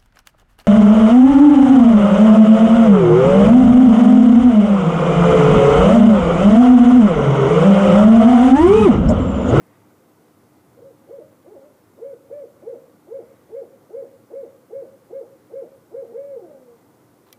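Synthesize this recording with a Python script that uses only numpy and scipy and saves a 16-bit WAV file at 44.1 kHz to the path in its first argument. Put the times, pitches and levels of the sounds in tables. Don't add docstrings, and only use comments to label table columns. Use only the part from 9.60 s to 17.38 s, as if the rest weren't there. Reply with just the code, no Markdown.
import sys
import numpy as np
from scipy import signal
from scipy.fft import rfft, irfft, next_fast_len
from scipy.io import wavfile
from scipy.ndimage import uniform_filter1d, map_coordinates

SR = 44100
rng = np.random.default_rng(int(sys.argv[2]) if len(sys.argv) > 2 else 0)


def materialize(psi):
    bounded = np.clip(np.atleast_2d(psi).T, -1, 1)
    quanta = np.round(bounded * 32767).astype(np.int16)
    wavfile.write(sys.argv[1], SR, quanta)


def volts_from_db(level):
    exponent = np.asarray(level, float) / 20
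    return 10 ** exponent


N = 343228

# time in seconds, level in dB.
TRAFFIC_SWELL = [(0, 2), (.55, -2.5), (1.15, 2), (1.7, -0.5), (2.4, -1), (3.2, 1.1), (4.4, 0.5),
                 (5.6, -0.8), (6.6, 0.53), (7.0, -1.5), (7.4, 1.5), (7.78, -4.5)]
# frequency in Hz, level in dB per Hz.
RUMBLE_SPECTRUM = [(26, -70), (45, -32), (70, -16), (83, -7.5), (104, 1), (189, -5), (301, -6.5),
                   (400, -19), (520, -49), (880, -120)]
# frequency in Hz, level in dB per Hz.
ROAD_SPECTRUM = [(120, -19.5), (200, -9.5), (300, -7), (329, -6.5), (431, -8), (461, -11.5), (514, -7),
                 (564, -14.5), (685, -14), (1500, -22), (1950, -42), (3300, -120)]
# frequency in Hz, level in dB per Hz.
TYRE_SPECTRUM = [(710, -14.5), (1200, 1), (1290, -7), (1730, -6), (2040, -3), (2580, -12.5), (3500, -18.5),
                 (4550, -31), (7700, -120)]
# time in seconds, half length in seconds, lift in dB.
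PASSING_CARS = [
    (0.147, 0.059, 4),
    (1.75, .1, 2.5),
    (3.77, 0.12, 5),
]
# frequency in Hz, level in dB per Hz.
MIC_HISS_SPECTRUM = [(1470, -21), (2500, -6), (4800, -5), (14600, -3.5), (15300, -3)]
# time in seconds, level in dB.
HUM_LEVEL = [(0.0, -60), (7.78, -65.5)]
# time in seconds, level in dB.
SLIDE_LEVEL = [
    (7.658, -80),
    (7.669, -55),
    (7.69, -61),
    (7.71, -66),
    (7.725, -76),
]
# frequency in Hz, level in dB.
FINGERTIP_SPECTRUM = [(400, -40), (900, 3.5), (2200, -12.5), (4000, -12.5), (6000, -25)]
# time in seconds, level in dB.
BUTTON_CLICK = (7.7274, -41.5)
# frequency in Hz, level in dB.
CRACK_SPECTRUM = [(500, -31), (1200, -7), (2200, -10), (3300, 6.5), (4000, 1.5), (6000, -4), (7500, -10),
                  (14500, 0), (16500, -30)]
# frequency in Hz, level in dB, time to fall 60 dB in seconds.
CASE_MODES = [(1100, -20, 0.058), (2000, -4, 0.057), (2310, -6, 0.091), (3320, -1, .025), (3600, -14, 0.03),
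              (4600, -16, 0.065), (5650, 2, 0.02), (9540, 2, 0.0086), (14700, -8, .008)]
# frequency in Hz, level in dB.
PATH_LOSS = [(150, -26), (250, -2), (310, -8.5), (360, 0.5), (480, 0), (535, 2), (580, -7.5), (830, -9.5),
             (960, -16), (1150, -23), (1600, -10), (2200, -6.5), (3000, -23)]
# frequency in Hz, width in Hz, level in dB.
ROOM_MODES = [(352, 93, -17), (477.7, 38, 0), (541.4, 14.2, 1.5), (617, 28, 8.5), (708, 43, -7),
              (841, 41, -5)]
# delay in seconds, level in dB.
NEAR_REFLECTIONS = [(.0087, 0), (.021, -19), (.034, -11)]
# delay in seconds, level in dB.
HOUSE_ECHOES = [(.14, -21), (.165, -24), (.212, -23), (.3, -39)]
# start in seconds, rise in seconds, hold in seconds, top pitch in Hz, level in dB.
SHORT_HOOTS = [(1.169, 0.07, .058, 555, -45.5), (1.476, 0.053, 0.046, 568, -37.5),
               (1.847, .058, .03, 432.1, -41), (2.379, 0.067, 0.076, 565, -34),
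               (2.691, .04, .094, 590, -31.5), (3.025, .064, .028, 542, -32),
               (3.471, .07, .037, 560, -32.5), (3.891, .072, .045, 558, -32),
               (4.296, .068, .051, 560, -32.5), (4.703, .052, .065, 561, -32.5),
               (5.097, .052, .063, 560, -32), (5.495, .053, .055, 557, -32),
               (5.902, .051, .059, 555, -32.5), (6.31, .052, 0.054, 551, -32)]
# start in seconds, rise in seconds, hold in seconds, top pitch in Hz, level in dB.
CLOSING_HOOT = (6.508, .069, .172, 563, -32)
# time in seconds, pitch in Hz, level in dB.
FAINT_MURMUR = [
    (1.995, 253.6, -55.5),
    (2.025, 273.4, -52.5),
    (2.065, 300, -48),
    (2.105, 290, -65),
]
# level in dB, gain in dB when the membrane is slack.
OVERTONE_LEVELS = [(2, 1.5), (-13, 17), (-19, 16.5), (-21.5, -14)]

REST_HZ = 237.8
SLACK_DB, LEAP_DB = -41, -2.5


def unit(x):
    return x / np.sqrt(np.mean(x ** 2) + 1e-20)


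def along(points, hz):
    f, v = np.transpose(points)
    return np.interp(np.log(hz + 1), np.log(f + 1), v)


def curves(rows):
    s, *cols = np.transpose(rows)
    return [np.interp(np.arange(N) / SR, s, c) for c in cols]


def wobble(rate):
    knots = rng.standard_normal(int(N * rate / SR) + 4)
    return map_coordinates(knots, [np.arange(N) * rate / SR])


def filtered(x, response):
    m = next_fast_len(N + SR)
    return irfft(rfft(x, m) * response(np.fft.rfftfreq(m, 1 / SR)), m)[:N]


def rush(spectrum, patchy_db):
    z = signal.stft(rng.standard_normal(N), nperseg=1024)[2]
    field = uniform_filter1d(rng.standard_normal(z.shape), size=3, axis=0)
    field = uniform_filter1d(field, size=8, axis=1)
    noise = signal.istft(z * volts_from_db(patchy_db * unit(field)), nperseg=1024)[1][:N]
    return unit(filtered(noise, lambda hz: volts_from_db(along(spectrum, hz))))


def traffic():
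    t = np.arange(N) / SR
    swell_db, = curves(TRAFFIC_SWELL)
    passing_db = 6.5 * np.exp(-t / 0.16)
    for s, half_s, db in PASSING_CARS:
        passing_db = passing_db + db * np.exp(-((t - s) / half_s) ** 2)
    rumble = volts_from_db(-60 + swell_db + 0.2 * wobble(4.26)) * rush(RUMBLE_SPECTRUM, patchy_db=-1.0)
    road = volts_from_db(-57 + 0.17 * swell_db + 0.22 * wobble(7)) * rush(ROAD_SPECTRUM, patchy_db=1.5)
    tyres = volts_from_db(-70.5 + passing_db + 0.66 * wobble(7.3)) * rush(TYRE_SPECTRUM, patchy_db=1)
    return rumble + road + tyres


def machine_hum():
    hz = 302 + 1.21 * wobble(8)
    level_db = curves(HUM_LEVEL)[0] + 1.03 * wobble(7.4)
    return volts_from_db(level_db) * np.sin(2 * np.pi * np.cumsum(hz) / SR)


def mic_hiss():
    return volts_from_db(-66.0) * rush(MIC_HISS_SPECTRUM, patchy_db=0.8)


def finger():
    t = np.arange(N) / SR
    click_s, click_db = BUTTON_CLICK
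    slide_db = curves(SLIDE_LEVEL)[0] + 5.0 * wobble(250)
    slide = volts_from_db(slide_db) * rush(FINGERTIP_SPECTRUM, patchy_db=0.5) * (t < SLIDE_LEVEL[-1][0])
    since = np.clip(t - click_s, 0, None)
    ring = sum(volts_from_db(db - 60 * since / t60) * np.sin(2 * np.pi * hz * since) for hz, db, t60 in CASE_MODES)
    decay = volts_from_db(-60 * since / 0.0055) + volts_from_db(-13 - 60 * since / 0.04)
    crack = 2.3 * decay * rush(CRACK_SPECTRUM, patchy_db=-2.0)
    return slide + volts_from_db(click_db) * (t > click_s) * (0.45 * ring + crack)


def window(x):
    def response(hz):
        room = 0.36
        for mode_hz, width, db in ROOM_MODES:
            damping = 1j * hz * width
            room = room + volts_from_db(db) * damping / (mode_hz * mode_hz - hz * hz + damping)
        return volts_from_db(along(PATH_LOSS, hz)) * room
    return filtered(x, response)


def yard(x):
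    t = np.arange(SR) / SR
    tail = rng.standard_normal(SR) * volts_from_db(-60 * t / 0.46) * (1 - np.exp(-(t / 0.071) ** 2))
    answer = volts_from_db(-12.5) * tail / np.linalg.norm(tail)
    for delay, db in NEAR_REFLECTIONS + HOUSE_ECHOES:
        answer[round(delay * SR)] += volts_from_db(db)
    echoes = signal.fftconvolve(x, answer)[:N]
    return x + filtered(echoes, lambda hz: 1 / (1 + (hz / 1200) ** 4))


def arch(start, rise, hold, top_hz, db, leave_db=-3):
    leap_s = 0.29 * rise
    leap_rate = 8500 * volts_from_db(0.8 * min(db + 31.5, 0))
    crest_s = min(0.045, 0.647 * hold)
    sag_s = max(crest_s, hold - 0.0441)
    held, slack_db, crest_db = start + rise, min(SLACK_DB, db + LEAP_DB), db - 1.5
    return [(start, REST_HZ, slack_db - 6.5),
            (start + leap_s, REST_HZ + leap_rate * leap_s, slack_db),
            (held - 0.02, 0.83 * top_hz, db - 3.5),
            (held, 0.97 * top_hz, db),
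            (held + crest_s, top_hz, crest_db),
            (held + sag_s, top_hz, crest_db),
            (held + hold, 0.93 * top_hz, db + leave_db)]


def short_hoot(start, rise, hold, top_hz, db, wait):
    end = start + rise + hold + 0.03
    slack_db = min(SLACK_DB, db + LEAP_DB)
    cut_db = -9.5 * (wait < 0.36)
    drop = (end, REST_HZ + 0.23 * (top_hz - REST_HZ), slack_db + cut_db)
    trail = (end + 0.023, REST_HZ + 6, slack_db - 5 + 2 * cut_db)
    return arch(start, rise, hold, top_hz, db) + [drop, trail]


def long_hoot(start, rise, hold, top_hz, db):
    slip_hz, floor_hz, link_db = 424, 214, -49
    u = np.arange(0, 0.438, 1 / 64)
    glide_hz = floor_hz + (slip_hz - floor_hz) * np.exp(-u / 0.14)
    glide_db = db - 6.5 - 23.5 * u - 120 * u * u
    glide = [start + rise + hold + 0.03 + u, glide_hz, glide_db]
    link = [(start - 0.024, 225.5, link_db), (start, REST_HZ, link_db)]
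    return link + arch(start, rise, hold, top_hz, db, leave_db=-1)[1:] + list(np.transpose(glide))


def owl():
    t = np.arange(N) / SR
    following = SHORT_HOOTS[1:] + [(np.inf,)]
    hoots = [short_hoot(*row, then[0] - row[0]) for row, then in zip(SHORT_HOOTS, following)]
    hoots += [FAINT_MURMUR, long_hoot(*CLOSING_HOOT)]
    pitch, db = curves(sorted(tuple(row) for hoot in hoots for row in hoot))
    sounding = sum((t > hoot[0][0]) & (t < hoot[-1][0]) for hoot in hoots) > 0
    pitch = uniform_filter1d(pitch, size=SR // 70)
    size = uniform_filter1d(volts_from_db(db) * sounding, size=SR // 120)

    slack = np.clip((550 - pitch) / 300, 0, 1)
    haste = np.clip(abs(np.gradient(pitch)) * SR / 6000, 0, 1) * slack
    shake = (0.002 + 0.012 * slack + 0.04 * haste) * wobble(90)
    phase = 2 * np.pi * np.cumsum(pitch * (1 + shake)) / SR
    tone = 0
    for k, (firm_db, gain_db) in enumerate(OVERTONE_LEVELS, 1):
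        tone = tone + volts_from_db(firm_db + gain_db * slack) * np.sin(k * phase)
    puffs = 1 + np.sin(phase)
    breath = volts_from_db(-30.5 + 8.2 * slack + 10 * haste) * rng.standard_normal(N) * puffs
    flutter_db = (0.3 + slack + 1.5 * haste) * wobble(70)
    return size * volts_from_db(flutter_db) * (tone + breath)


def scene():
    night = filtered(traffic() + machine_hum() + mic_hiss(), lambda hz: hz < 15330)
    return (night + finger() + window(yard(owl())))[None]


def low_pass(x):
    return signal.sosfilt(signal.butter(12, 16260, fs=SR, output="sos"), x)


def record(dry):
    mix = filtered(dry[0], lambda hz: (hz < 16300) / (1 + (62 / (hz + 1)) ** 2.8))
    return low_pass(mix[None])


dry = scene()
out = record(dry)
materialize(out)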